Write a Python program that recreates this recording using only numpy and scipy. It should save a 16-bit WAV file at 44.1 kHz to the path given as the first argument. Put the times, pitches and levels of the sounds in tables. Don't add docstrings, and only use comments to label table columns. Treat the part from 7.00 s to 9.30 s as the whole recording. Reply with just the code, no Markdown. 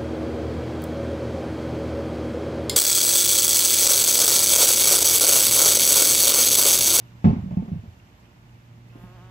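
import sys
import numpy as np
from scipy import signal
from scipy.io import wavfile
from scipy.ndimage import uniform_filter1d

SR = 44100
rng = np.random.default_rng(int(sys.argv[2]) if len(sys.argv) > 2 else 0)


def waveform_to_disk(signal):
    frames = np.transpose(np.atleast_2d(signal))
    scaled = np.clip(frames, -1, 1) * 32767
    samples = np.round(scaled).astype(np.int16)
    wavfile.write(sys.argv[1], SR, samples)


N = 101430


def amp(db):
    return 10 ** (np.asarray(db) / 20)


def rms_one(x):
    return x / np.sqrt(np.mean(x ** 2) + 1e-20)


def in_time(rows):
    s, *columns = np.transpose(rows)
    return [np.interp(np.arange(N) / SR, s, column) for column in columns]


def at_hz(points, hz):
    point_hz, values = np.transpose(points)
    return np.interp(np.log(hz), np.log(point_hz), values)


def band_pass(x, low_hz, high_hz):
    return signal.sosfilt(signal.butter(2, [low_hz, high_hz], "band", fs=SR, output="sos"), x)


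def high_pass(x, hz):
    return signal.sosfilt(signal.butter(2, hz, "high", fs=SR, output="sos"), x)


def drift(rate_hz):
    r = np.exp(-2 * np.pi * rate_hz * 40 / SR)
    noise = rng.standard_normal(N // 40 + 2002)
    slow = signal.lfilter([1], [1, -2 * r, r * r], noise)[2000:]
    return np.interp(np.arange(N) / 40, np.arange(len(slow)), rms_one(slow - slow.mean()))


def fade(t60):
    return amp(-60 / (t60 * SR))


def ring(clicks, hz, t60):
    r, w = fade(t60), 2 * np.pi * hz / SR
    return signal.lfilter([0, np.sin(w)], [1, -2 * r * np.cos(w), r * r], clicks + 1e-18)


# (frequency [Hz], correlation [-1 to 1])
LIKENESS = [(60, .97), (130, .95), (290, .85), (620, .4), (1300, -.4), (2500, .1), (4000, .01)]


def banded_noise(spectrum, patchy_db):
    out, together = 0, drift(6)
    edges = 14900 / 2 ** np.arange(9.34, -.01, -1 / 3)
    white = rng.standard_normal((2, 2, N))
    for k, (low, high) in enumerate(zip(edges, edges[1:])):
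        mid, side = band_pass(white[k % 2], low, high)
        hz = np.sqrt(low * high)
        alike = np.clip(at_hz(LIKENESS, hz), -1, 1)
        flicker_db = patchy_db * (0.31 * together + drift(14.2))
        gain = amp(at_hz(spectrum, hz) + flicker_db)
        out = out + gain * (np.sqrt(1 + alike) * mid + np.sqrt(1 - alike) * side * [[1], [-1]])
    return rms_one(out)


RIGHT_DB = 2


def tilt(right_db):
    return amp([[-right_db / 2], [right_db / 2]])


def from_left(x, lead_s):
    n = np.arange(N)
    return np.array([x, np.interp(n - lead_s * SR, n, x)]) * tilt(RIGHT_DB)


# (frequency [Hz], relative level [dB], 60 dB decay time [s])
WOOD = [(59.3, -11, 0.13), (91.9, 2, 0.17), (106, 3, 0.14), (120.8, 0.5, 0.05), (145.5, -4.5, 0.077),
        (162, 5.5, 0.11), (186.5, 3.5, 0.17), (217.8, 7.5, 0.13), (243.3, 4, 0.072), (291.7, -3.5, 0.06),
        (391.8, 1, 0.14), (494.4, 1.5, 0.048), (599, 0.5, 0.047), (709, 0, 0.065), (867.6, 5, 0.041),
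        (1076.5, -10, 0.13), (2240, -12, 0.027), (2590, -17.5, .05), (3195, -23, 0.022)]
# (time [s], relative drive of the low modes [dB], favoured pitch [Hz], relative crack level [dB])
BLOWS = [(.243, -11, 206.4, -22), (.254, 1.5, 209.2, -21.5), (.260, -5, 91.7, -41), (.270, -5, 165, -35.5),
         (0.287, -18, 237, -34), (.300, 1, 125, -41.5), (0.329, -15, 244, -39), (.364, -20.5, 198.5, -71),
         (.380, -23.5, 105, -61), (.424, -16, 129.6, -59), (0.438, -25, 197.2, -74), (.458, -26, 188, -64),
         (0.475, -19.5, 132.4, -56), (.508, -26.5, 196.5, -44), (.522, -28, 159.5, -57),
         (0.539, -28.5, 173.4, -64), (.570, -13, 192.8, -43), (0.578, -28.5, 104, -56),
         (0.603, -17.5, 142.4, -57), (.622, -28, 237.6, -48), (0.648, -30.5, 199, -52),
         (0.679, -31.5, 186, -47.5), (0.716, -26, 181, -73), (0.725, -22.5, 99, -64),
         (0.734, -21, 172, -53.5), (0.757, -24, 151.6, -66), (0.783, -31, 104.5, -59.5),
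         (0.834, -37, 200, -62), (.855, -34.5, 140, -64), (.874, -32.5, 97, -81), (1.955, -29, 280, -53.5),
         (2.036, -39, 194.5, -61.5)]
FAVOUR_OCTAVES = 0.094
SWELL_CYCLES = 1.1
SCATTER_DB = 1.5
BRIGHT_FROM_HZ, LOWEST_HZ = 350, 48
CHATTER_S, CHATTER_PER_S = .02, 2000


def thuds():
    s, low_db, favour_hz, crack_db = np.transpose(BLOWS)
    chance, out = rng.standard_normal((len(s), len(WOOD))), 0
    for k, (hz, mode_db, t60) in enumerate(WOOD):
        if hz < BRIGHT_FROM_HZ:
            octaves_off = np.log2(hz / favour_hz)
            strength = amp(low_db) * np.exp(-.5 * (octaves_off / FAVOUR_OCTAVES) ** 2)
        else:
            strength = amp(crack_db)
        clicks = np.zeros(N)
        clicks[(s * SR).astype(int)] = strength * amp(mode_db + SCATTER_DB * chance[:, k])
        if hz >= BRIGHT_FROM_HZ:
            chatter = signal.lfilter([1], [1, -np.exp(-1 / (CHATTER_S * SR))], clicks + 1e-18)
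            contacts = rng.random(N) < CHATTER_PER_S / SR
            clicks = clicks + 0.19 * chatter * rng.standard_normal(N) * contacts
        swell_s = SWELL_CYCLES / hz
        swelling = ring(clicks, hz, swell_s)
        out = out + 2 * (1 - fade(swell_s)) * ring(swelling, hz, t60)
    return high_pass(out, LOWEST_HZ)


# (frequency [Hz], relative level per Hz [dB])
CRACK = [(250, 2), (400, -11), (880, -11), (1120, -15.5), (1300, -19), (2200, -21.5), (3500, -31),
         (6000, -38.5), (8000, -48), (10000, -71.5)]
CRACK_RISE_S, CRACK_T60_S = 0.0034, 0.28
ECHO_T60_S, ECHO_DB = 0.55, -9.5
LEFT_LEAD_S = 0.00038
PATCHY_DB = .7


def cracks():
    s, _, _, crack_db = np.transpose(BLOWS)
    power = np.zeros(N)
    power[(s * SR).astype(int)] = amp(2 * crack_db)
    rise = int(CRACK_RISE_S * SR)
    power = uniform_filter1d(power, rise + 1, origin=rise // 2)
    power = sum(amp(2 * db) * signal.lfilter([1], [1, -fade(t60) ** 2], power + 1e-30)
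                for db, t60 in [(0, CRACK_T60_S), (ECHO_DB, ECHO_T60_S)])
    spectrum = [(150, -62)] + list(CRACK)
    direct = banded_noise(spectrum, PATCHY_DB)
    scattered = banded_noise(spectrum, PATCHY_DB) * tilt(RIGHT_DB)
    near = from_left(rms_one(direct.sum(axis=0)), LEFT_LEAD_S)
    return np.sqrt(np.abs(power)) * (0.16 * near + 0.64 * scattered)


WALLS_T60_S, WALLS_DB, WALL_CUT_HZ = 0.15, -18.5, 1100


def walls(x):
    out, dull = np.zeros((2, N)), np.exp(-2 * np.pi * WALL_CUT_HZ / SR)
    lags = (np.geomspace(.023, .061, 8) * SR).astype(int)
    for k, lag in enumerate(lags):
        loop, gain, state = x.copy(), fade(WALLS_T60_S) ** lag, [0.]
        for i in range(lag, N, lag):
            back, state = signal.lfilter([gain * (1 - dull)], [1, -dull], loop[i - lag:i], zi=state)
            loop[i:i + lag] += back[:N - i]
        out[k % 2] += (loop - x) * (-1) ** (k // 2)
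    return amp(WALLS_DB) * out


# (frequency [Hz], relative level [dB])
WING = [(180, 1), (360, 3), (550, -1), (730, 0), (920, -1), (1100, 0), (1300, -3), (1700, -8), (2200, -17)]
# (time [s], wingbeat before jitter [Hz], relative level [dB])
BEE = [(1.91, 175, -82), (1.94, 176, -67), (2.01, 174.5, -65), (2.055, 183.5, -62), (2.085, 176.5, -66),
       (2.11, 181, -65), (2.155, 186, -63), (2.19, 170.5, -63), (2.23, 184.5, -63), (2.3, 186, -63)]
WING_JITTER = .0015
WING_FLUTTER_DB, FLUTTER_PER_S = 1.5, 10
WING_AIR_DB = -9


def bee():
    hz, level_db = in_time(BEE)
    turns = 2 * np.pi * np.cumsum(hz * (1 + WING_JITTER * drift(38))) / SR
    buzz = 0
    for k in range(1, 21):
        overtone_db = at_hz(WING, k * hz) + WING_FLUTTER_DB * drift(FLUTTER_PER_S)
        buzz = buzz + amp(overtone_db) * np.cos(k * turns + rng.normal(0, 0.57))
    air_noise = rms_one(band_pass(rng.standard_normal(N), 250, 2200))
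    buzz = buzz + amp(WING_AIR_DB) * air_noise * (.5 + .5 * np.cos(turns)) ** 2
    started = np.arange(N) > BEE[0][0] * SR
    return np.sqrt(2) * amp(level_db) * buzz * started


MOTOR_HZ = 117.45
# (multiple of the base pitch [1], relative level [dB])
MOTOR = [(1, -4), (2, -20.5), (3, -23.5), (4, -28), (5, -27)]
# (time [s], relative level [dB])
MOTOR_LEVEL = [(0, -47), (.2, -45), (1.0, -51), (1.2, -55), (1.5, -48.5), (1.75, -45.5), (2.05, -42),
               (2.3, -44.5)]
MOTOR_WAVER_DB = 1.0
OVERTONES_FOLLOW = .4


def motor():
    level_db, = in_time(MOTOR_LEVEL)
    swing_db = level_db - level_db.mean()
    turns = 2 * np.pi * MOTOR_HZ * np.arange(N) / SR
    hum = 0
    for k, db in MOTOR:
        follow = 1 if k < 1.5 else OVERTONES_FOLLOW
        overtone_db = db + swing_db * follow + MOTOR_WAVER_DB * k ** .5 * drift(7.0)
        hum = hum + amp(overtone_db) * np.sin(round(k) * turns + rng.uniform(0, 2 * np.pi))
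    return np.sqrt(2) * amp(level_db.mean()) * hum


# (frequency [Hz], relative level per Hz [dB])
AIR = [(25, -30.5), (50, -4.5), (90, -6.5), (170, -7.5), (250, -14.5), (450, -25.5), (800, -21.5),
       (1300, -26), (2600, -28.5), (4000, -35.5), (7000, -39.5), (10000, -50.5), (12500, -49.5),
       (14500, -33)]
# (time [s], level [dB])
AIR_LEVEL = [(0, -50), (1.85, -52.5), (2.0, -50), (2.3, -50.5)]
AIR_RIGHT_DB = 2


def air():
    level_db, = in_time(AIR_LEVEL)
    return amp(level_db) * banded_noise(AIR, PATCHY_DB) * tilt(AIR_RIGHT_DB)


# (time [s], level [dB], centre [Hz], two standard deviations [s])
RUSTLE = [(2.03, -70.5, 12100, 0.1)]
RUSTLE_WIDTH = 1.16


def rustle():
    t, white, out = np.arange(N) / SR, rng.standard_normal((2, N)), 0
    for s, db, hz, length_s in RUSTLE:
        narrow = rms_one(band_pass(white, hz / RUSTLE_WIDTH, hz * RUSTLE_WIDTH))
        out = out + amp(db) * narrow * np.exp(-.5 * ((t - s) / (length_s / 2)) ** 2)
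    return out


# (time [s], envelope peak [dB], pitch [Hz])
TICKS = [(1.001, -52, 2760), (1.103, -58, 2500), (1.256, -56, 3100), (1.903, -55, 2620)]
TICK_S = .0016
FAINT_TICKS_PER_S, FAINT_TICK_DB, FAINT_TICK_HZ = 70, -63, 2750


def ticks():
    t, out = np.arange(N) / SR, np.zeros(N)
    chance = rng.random((int(FAINT_TICKS_PER_S * N / SR), 3))
    faint_s = chance[:, 0] * N / SR
    faint_db = FAINT_TICK_DB + 4 * np.log(chance[:, 1] + .05)
    faint_hz = FAINT_TICK_HZ * (.88 + .24 * chance[:, 2])
    for s, db, hz in list(TICKS) + list(zip(faint_s, faint_db, faint_hz)):
        near = slice(max(int((s - 4 * TICK_S) * SR), 0), int((s + 4 * TICK_S) * SR))
        since = t[near] - s
        out[near] += amp(db) * np.sin(2 * np.pi * hz * since) * np.exp(-.5 * (since / TICK_S) ** 2)
    return out


def scene():
    wood = thuds()
    bangs = from_left(wood, LEFT_LEAD_S) + cracks() + walls(wood)
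    hums = from_left(bee(), .00005) + from_left(motor(), .0001)
    lawn = air() + rustle() + from_left(ticks(), .0001)
    return bangs + hums + lawn


LIMIT_DB, RATIO = -13.5, 0.42
RELEASE_DB_PER_S = 146
CEILING, RUMBLE_CUT_HZ, CUTOFF_HZ = .95, 44, 14700


def record(dry):
    peak_db = 20 * np.log10(np.abs(dry).max(axis=0) + 1e-9)
    over_db = np.maximum(peak_db - LIMIT_DB, 0)
    slope = RELEASE_DB_PER_S * np.arange(N) / SR
    held_db = np.maximum.accumulate(over_db + slope) - slope
    gain = amp(-RATIO * uniform_filter1d(held_db, size=133))
    heard = high_pass(dry * gain, RUMBLE_CUT_HZ)
    heard = CEILING * np.tanh(heard / CEILING)
    return signal.sosfilt(signal.cheby2(30, 60, CUTOFF_HZ, fs=SR, output="sos"), heard)


dry = scene()
out = record(dry)
waveform_to_disk(out)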